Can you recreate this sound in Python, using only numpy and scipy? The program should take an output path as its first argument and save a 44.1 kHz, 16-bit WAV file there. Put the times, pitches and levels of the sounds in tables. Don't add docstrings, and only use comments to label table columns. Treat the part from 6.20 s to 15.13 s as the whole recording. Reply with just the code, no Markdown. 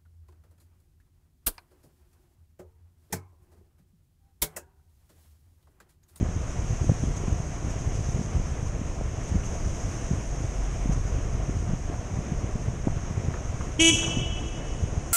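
import sys
import numpy as np
from scipy import signal
from scipy.fft import rfft, irfft
from scipy.io import wavfile
from scipy.ndimage import uniform_filter1d

SR = 44100
rng = np.random.default_rng(int(sys.argv[2]) if len(sys.argv) > 2 else 0)


def pcm_store(signal):
    levels = np.round(np.clip(np.atleast_2d(signal), -1, 1) * 32767)
    wavfile.write(sys.argv[1], SR, levels.astype(np.int16).T)


def gain_from_db(level_db):
    decades = np.asarray(level_db, float) / 20
    return 10 ** decades


N = 393813
T = np.arange(N) / SR

# t/s, level/dB
AIRFLOW = [(0, -30.5), (.7, -31), (1.4, -32.5), (2.1, -30.5), (2.7, -31.5), (3.5, -30.5), (4.4, -31.5),
           (5.2, -30.5), (5.9, -32.5), (6.6, -31.5), (7.3, -32.5), (7.7, -31), (8.3, -32), (8.93, -33)]
# f/Hz, level/dB per Hz
WIND_COLOUR = [(8.8, -58), (15, -2.5), (49, 2.5), (101, 0.5), (124, -1.5), (226, -19), (500, -28.5),
               (650, -53), (1100, -120)]
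# t/s, peak level/dB, f/Hz
THUMPS = [(.018, -25, 68.4), (.165, -16, 78.6), (.394, -18, 87), (.507, -14.5, 97), (.618, -15, 87),
          (.699, -6, 111), (.831, -17.5, 96), (1.127, -13, 69), (1.202, -18, 119), (1.677, -17, 95),
          (1.948, -12.5, 70), (2.166, -13.5, 68), (4.25, -18, 100), (1.45, -17, 100), (2.818, -16.5, 87),
          (3.117, -13, 70), (3.165, -13, 88), (3.648, -22, 98), (4.8, -23, 95), (4.948, -17.5, 78),
          (5.152, -16, 89.5), (6.244, -14.5, 87), (6.483, -14, 97), (6.771, -20, 105), (6.98, -15, 96),
          (7.086, -11.5, 119), (7.882, -17.5, 109), (8.022, -21, 89), (8.64, -15, 107), (8.778, -16, 108)]
# t/s, peak level/dB, f/Hz
SLAPS = [(.012, -17, 227), (.031, -18, 185), (0.644, -21, 269), (0.695, -15.5, 470), (.718, -11.5, 168),
         (.838, -16, 206), (1.038, -24, 353), (1.083, -16.5, 166), (1.994, -17, 147), (2.014, -17.5, 165),
         (2.812, -21, 480), (2.617, -19, 197), (3.156, -14, 163), (3.912, -14, 155), (3.936, -18.5, 149),
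         (4.238, -25, 394), (4.659, -17.5, 225), (4.697, -11.5, 142), (5.296, -17.5, 223),
         (5.494, -16.5, 135), (5.537, -13, 133), (5.7, -24, 290), (5.99, -17, 133), (6.124, -15.5, 148),
         (6.358, -18, 146), (6.673, -10, 230), (6.681, -18, 605), (6.911, -18.5, 134), (7.75, -17, 166),
         (7.973, -14, 197)]
# f/Hz, level/dB per Hz
HISS_COLOUR = [(1760, -9), (3000, -13.5), (4330, -22), (5770, -5), (6480, 0), (7320, -12.5), (8990, -18.5),
               (10100, -24.5), (10900, -28), (12900, -34), (13900, -41)]
# t/s, level/dB
WETNESS = [(0, -52), (.4, -47.5), (.65, -46.5), (.97, -48), (1.4, -49.5), (1.85, -47), (2.5, -51),
           (2.95, -50), (3.15, -48.5), (3.75, -46), (4.1, -48.5), (4.7, -48.5), (5.1, -50), (5.6, -51),
           (6.8, -51), (7.55, -50)]
# t/s, rise of the hiss/dB
SPLASHES = [(.53, -0.5), (.97, 4), (1.51, 3), (1.76, 2.5), (2.27, 1.5), (2.48, 3.5), (3.09, 3), (3.26, 3.5),
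            (4.73, 5)]
# f/Hz, level/dB per Hz
DRONE_COLOUR = [(88, -23), (150, -4), (242, -8), (586, -13), (700, -10.5), (844, -20), (1040, -18),
                (1590, -25), (2290, -26), (3110, -32), (4300, -42.5), (5590, -76), (9460, -120)]
# t/s, f/Hz, level/dB
BOOM = [
    (4.15, 45.5, -38),
    (4.3, 45.4, -31),
    (4.7, 45.4, -27),
    (5.0, 44.8, -35),
    (5.3, 44.9, -29.5),
    (5.55, 45.6, -60),
]
# t/s, half length/s, rise/dB
SHUDDER = (7.85, 0.13, 3)
# t/s, peak level/dB, f/Hz, spread/octaves
RATTLES = [(3.232, -33.5, 2620, .12), (4.73, -44, 1000, .5), (7.138, -31, 1000, 0.55),
           (7.17, -37, 1110, .5), (7.408, -29, 1200, 0.33), (7.78, -33, 1150, .3), (7.829, -25, 1150, 0.39),
           (7.876, -29, 1150, .35), (7.931, -31, 998.5, .35)]
# t/s, f/Hz, swing level/dB, level of the blows on its stop/dB
HONK = [
    (7.585, 299, -54, -40),
    (7.593, 311, -20, -22),
    (7.599, 315.7, -20, -1),
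    (7.608, 325.5, -18.5, 1),
    (7.624, 327.3, -18.5, -0.5),
    (7.703, 329.3, -18.5, 0),
    (7.711, 319, -29, -22),
    (7.73, 289, -23, -50),
    (7.76, 280, -51, -60),
]
# multiple of the pitch, level/dB
OVERTONES = [(1, 0), (2, -16.5), (3, -25), (4, -29), (5, -24), (6, -19.5), (7, -6), (8, -6), (9, -2.5),
             (10, -7.5), (11, -18.5), (12, -26), (13, -30), (14, -26), (15, -30), (16, -27), (17, -24),
             (18, -12), (19, -15), (20, -9.5), (21, -14), (22, -16), (23, -21), (24, -17.5), (25, -22),
             (26, -20), (27, -29), (28, -25), (29, -37), (30, -26), (31, -24.5), (32, -27), (33, -29),
             (34, -30.5), (35, -44), (36, -38)]
# f/Hz, level/dB, t60/s
DISC = (3160, -19, .07)
# f/Hz, t60/s
TUNNEL_T60 = [(300, 3.8), (1000, 1.6), (3000, 1.73), (6000, 1.07), (10000, 0.63)]
# f/Hz, level/dB
ECHO_COLOUR = [(300, -16.5), (1000, -3), (2300, -12.5), (2700, -1), (3300, -2), (3700, -6), (4500, -7),
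               (5500, 6.5), (7000, 1.5), (11000, 1)]
# pitch factor, level/dB, share of the tunnel's t60
ECHOES = [
    (1.015, -5.5, 0.71),
    (1.011, -9, 0.92),
    (1.003, -11.5, 1.2),
    (.996, -10, 1.15),
]
# f/Hz, level/dB
GATE = [(3500, -60), (3900, -4), (4700, -3), (5200, -60), (8800, -60), (9400, .4), (13300, .8),
        (14000, 1.5)]

EDGE_HZ, EDGE_DB = 287, -10
SPLIT_HZ, SLOW_FOLLOW, SLOW_DB = 68, 0.53, 1
GUST_S, GUST_DB, WAKE_S = 0.038, 5, 0.0098
SPLASH_S = 0.014
DRONE_DB, DRONE_WAVER_DB = -40, 0.62
NARROWS_S, NARROW_HZ = 7.58, 11900


def evened(x):
    return x / np.sqrt(np.mean(x ** 2) + 1e-20)


def read(points, hz):
    f, value = np.transpose(points)
    return np.interp(np.log(hz + 1), np.log(f + 1), value)


def column(rows, index):
    rows = np.array(rows)
    return np.interp(T, rows[:, 0], rows[:, index])


def add(mix, s, sound):
    part = mix[max(round(s * SR), 0):][:len(sound)]
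    part += sound[:len(part)]


def coloured(x, spectrum):
    return irfft(rfft(x) * gain_from_db(read(spectrum, np.fft.rfftfreq(len(x), 1 / SR))), len(x))


def filtered(x, order, hz, kind):
    return signal.sosfilt(signal.butter(order, hz, kind, fs=SR, output="sos"), x)


def drift(hz):
    return evened(filtered(rng.standard_normal(N), 2, hz, "low"))


def bell(s, width):
    return np.exp(-np.minimum(((T[::64] - s) / width) ** 2, 50))


def textured(spectrum, patchy_db, flicker_db):
    frames = N // 128 + 5
    a, b, patches = rng.standard_normal((frames, 257, 3)).T
    patches = uniform_filter1d(patches, size=7, axis=0)
    patches = evened(uniform_filter1d(patches, size=24, axis=1))
    flicker = evened(uniform_filter1d(rng.standard_normal(frames), size=14))
    z = (a + 1j * b) * gain_from_db(patchy_db * patches + flicker_db * flicker)
    noise = signal.istft(z, nperseg=512, noverlap=384)[1][:N]
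    return evened(coloured(noise, spectrum))


def eddy(hz, lean):
    u = np.arange(-1.5, 1.5, hz / SR)
    hump = np.exp(-(u / 0.56) ** 2)
    lump = hump * np.cos(2 * np.pi * u + lean)
    return lump - hump * lump.sum() / hump.sum()


def crowd(per_s, spread_db):
    size = gain_from_db(spread_db * np.minimum(rng.exponential(1, N), 4.5))
    small = size * rng.choice([-1, 1], N) * (rng.random(N) < per_s / SR)
    return evened(coloured(small * gain_from_db(1.24 * drift(hz=7.3)), WIND_COLOUR))


def wind():
    strong = THUMPS + SLAPS
    wakes = sum(gain_from_db(db + GUST_DB) * bell(s + WAKE_S, GUST_S) for s, db, _ in strong)
    gusts = np.interp(T, T[::64], 1 + wakes)
    high = signal.butter(1, SPLIT_HZ, "high", fs=SR, output="sos")
    low = signal.butter(1, SPLIT_HZ, fs=SR, output="sos")
    quick = signal.sosfiltfilt(high, crowd(per_s=280, spread_db=4.3))
    slow = signal.sosfiltfilt(low, crowd(per_s=400, spread_db=2.5))
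    crowds = gusts * quick + gain_from_db(SLOW_DB) * gusts ** SLOW_FOLLOW * slow
    out = gain_from_db(column(AIRFLOW, index=1) + 2.5) * crowds
    for (s, db, hz), (lean, spread) in zip(strong, rng.normal(0, 0.8, (len(strong), 2))):
        add(out, s - 1.524 / hz, gain_from_db(db - 2.0) * eddy(hz, lean))
        edge = max(EDGE_HZ * (1 + 0.39 * spread), 1.96 * hz)
        add(out, s - 1.48 / edge, gain_from_db(db + EDGE_DB - 4.5) * eddy(edge, lean))
    return out


def tyres():
    hiss = textured(HISS_COLOUR, patchy_db=0.88, flicker_db=0.5)
    drops = gain_from_db(4.2 * np.minimum(rng.exponential(1, N), 4)) * (rng.random(N) < 900 / SR)
    puddles = np.interp(T, T[::64], sum(db * bell(s, SPLASH_S) for s, db in SPLASHES))
    spray = evened(hiss + 0.31 * evened(coloured(drops, HISS_COLOUR)))
    return gain_from_db(column(WETNESS, index=1) + puddles + 2.0) * spray


def engine():
    turns = np.cumsum(column(BOOM, index=1) * (1 + 0.005 * drift(hz=4.6))) / SR
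    bump_s, half_s, bump_db = SHUDDER
    shake = np.interp(T, T[::64], bump_db * bell(bump_s, half_s))
    firings = 1 + 0.044 * np.cos(2 * np.pi * turns)
    level = gain_from_db(DRONE_DB + DRONE_WAVER_DB * drift(hz=6.4) + shake)
    drone = level * firings * textured(DRONE_COLOUR, patchy_db=1.0, flicker_db=0.72)
    start, end = BOOM[0][0], BOOM[-1][0]
    inside = np.interp(T, [start - .2, start, end, end + .2], [0, 1, 1, 0])
    boom = np.sqrt(2) * inside * gain_from_db(column(BOOM, index=2)) * np.sin(2 * np.pi * turns)
    return drone + boom


def rattles():
    out, t = np.zeros(N), np.arange(1300) / SR
    for s, db, hz, spread in RATTLES:
        knock = gain_from_db(db - 60 * t / 0.041) * (1 - np.exp(-t / .0015)) * rng.standard_normal(len(t))
        band = [hz / 2 ** spread, hz * 2 ** spread]
        add(out, s, 4.2 * filtered(knock, 2, band, "band"))
    return out


def horn(shift):
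    on, out = (T > HONK[0][0]) & (T < HONK[-1][0]), np.zeros(N)
    pitch = shift * column(HONK, index=1) * (1 + .002 * drift(hz=90))
    turns = np.cumsum(pitch[on]) / SR
    tones = [gain_from_db(db) * np.cos(2 * np.pi * (k * turns + rng.random())) for k, db in OVERTONES]
    chatter = 1 + 0.37 * drift(hz=260)[on]
    blows = sum(tones[1:15]) + chatter * sum(tones[15:])
    swing_level, blow_level = gain_from_db(column(HONK, index=2)[on]), gain_from_db(column(HONK, index=3)[on])
    out[on] = swing_level * (tones[0] + blow_level * blows)
    hz, db, t60 = DISC
    t = np.arange(SR // 5) / SR
    fade = gain_from_db(db - 60 * t / t60) * (1 - np.exp(-t / 0.0017))
    add(out, HONK[1][0], fade * np.sin(2 * np.pi * shift * hz * t))
    return out


def tunnel(x, linger):
    taps, at = np.zeros(2 * SR), np.arange(500, 2 * SR - 20, 20)
    taps[at + rng.integers(0, 20, len(at))] = rng.choice([-1., 1.], len(at))
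    hz, t, z = signal.stft(taps, SR, nperseg=256)
    t60 = linger * read(TUNNEL_T60, hz)[:, None]
    tail = signal.istft(z * gain_from_db(-60 * t / t60), SR, nperseg=256)[1]
    return signal.fftconvolve(x, coloured(tail / np.linalg.norm(tail), ECHO_COLOUR))[:N]


def gated(x):
    hz, _, z = signal.stft(x, SR, nperseg=2048, noverlap=1536)
    power = uniform_filter1d(abs(z) ** 2, size=5, axis=-1)
    limit = uniform_filter1d(power, size=45, axis=-2) * gain_from_db(2 * read(GATE, hz))[:, None]
    weak_group = uniform_filter1d(power, size=7, axis=-2) < .72 * limit
    shut = (power < .7 * limit) | weak_group
    return signal.istft(z * np.where(shut, .03, 1), SR, nperseg=2048, noverlap=1536)[1][:, :N]


def scene():
    echoes = sum(gain_from_db(db) * tunnel(horn(shift), linger) for shift, db, linger in ECHOES)
    return (wind() + tyres() + engine() + rattles() + horn(1) + echoes)[None]


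def top_cut(x):
    return signal.sosfilt(signal.butter(12, 14060, fs=SR, output="sos"), x)


def record(dry):
    lowpass = signal.firwin(255, NARROW_HZ, window=("kaiser", 7), fs=SR)
    narrow = signal.oaconvolve(dry, lowpass[None], "same")
    mix = gated(np.where(T < NARROWS_S, dry, narrow))
    return top_cut(mix)


dry = scene()
out = record(dry)
pcm_store(out)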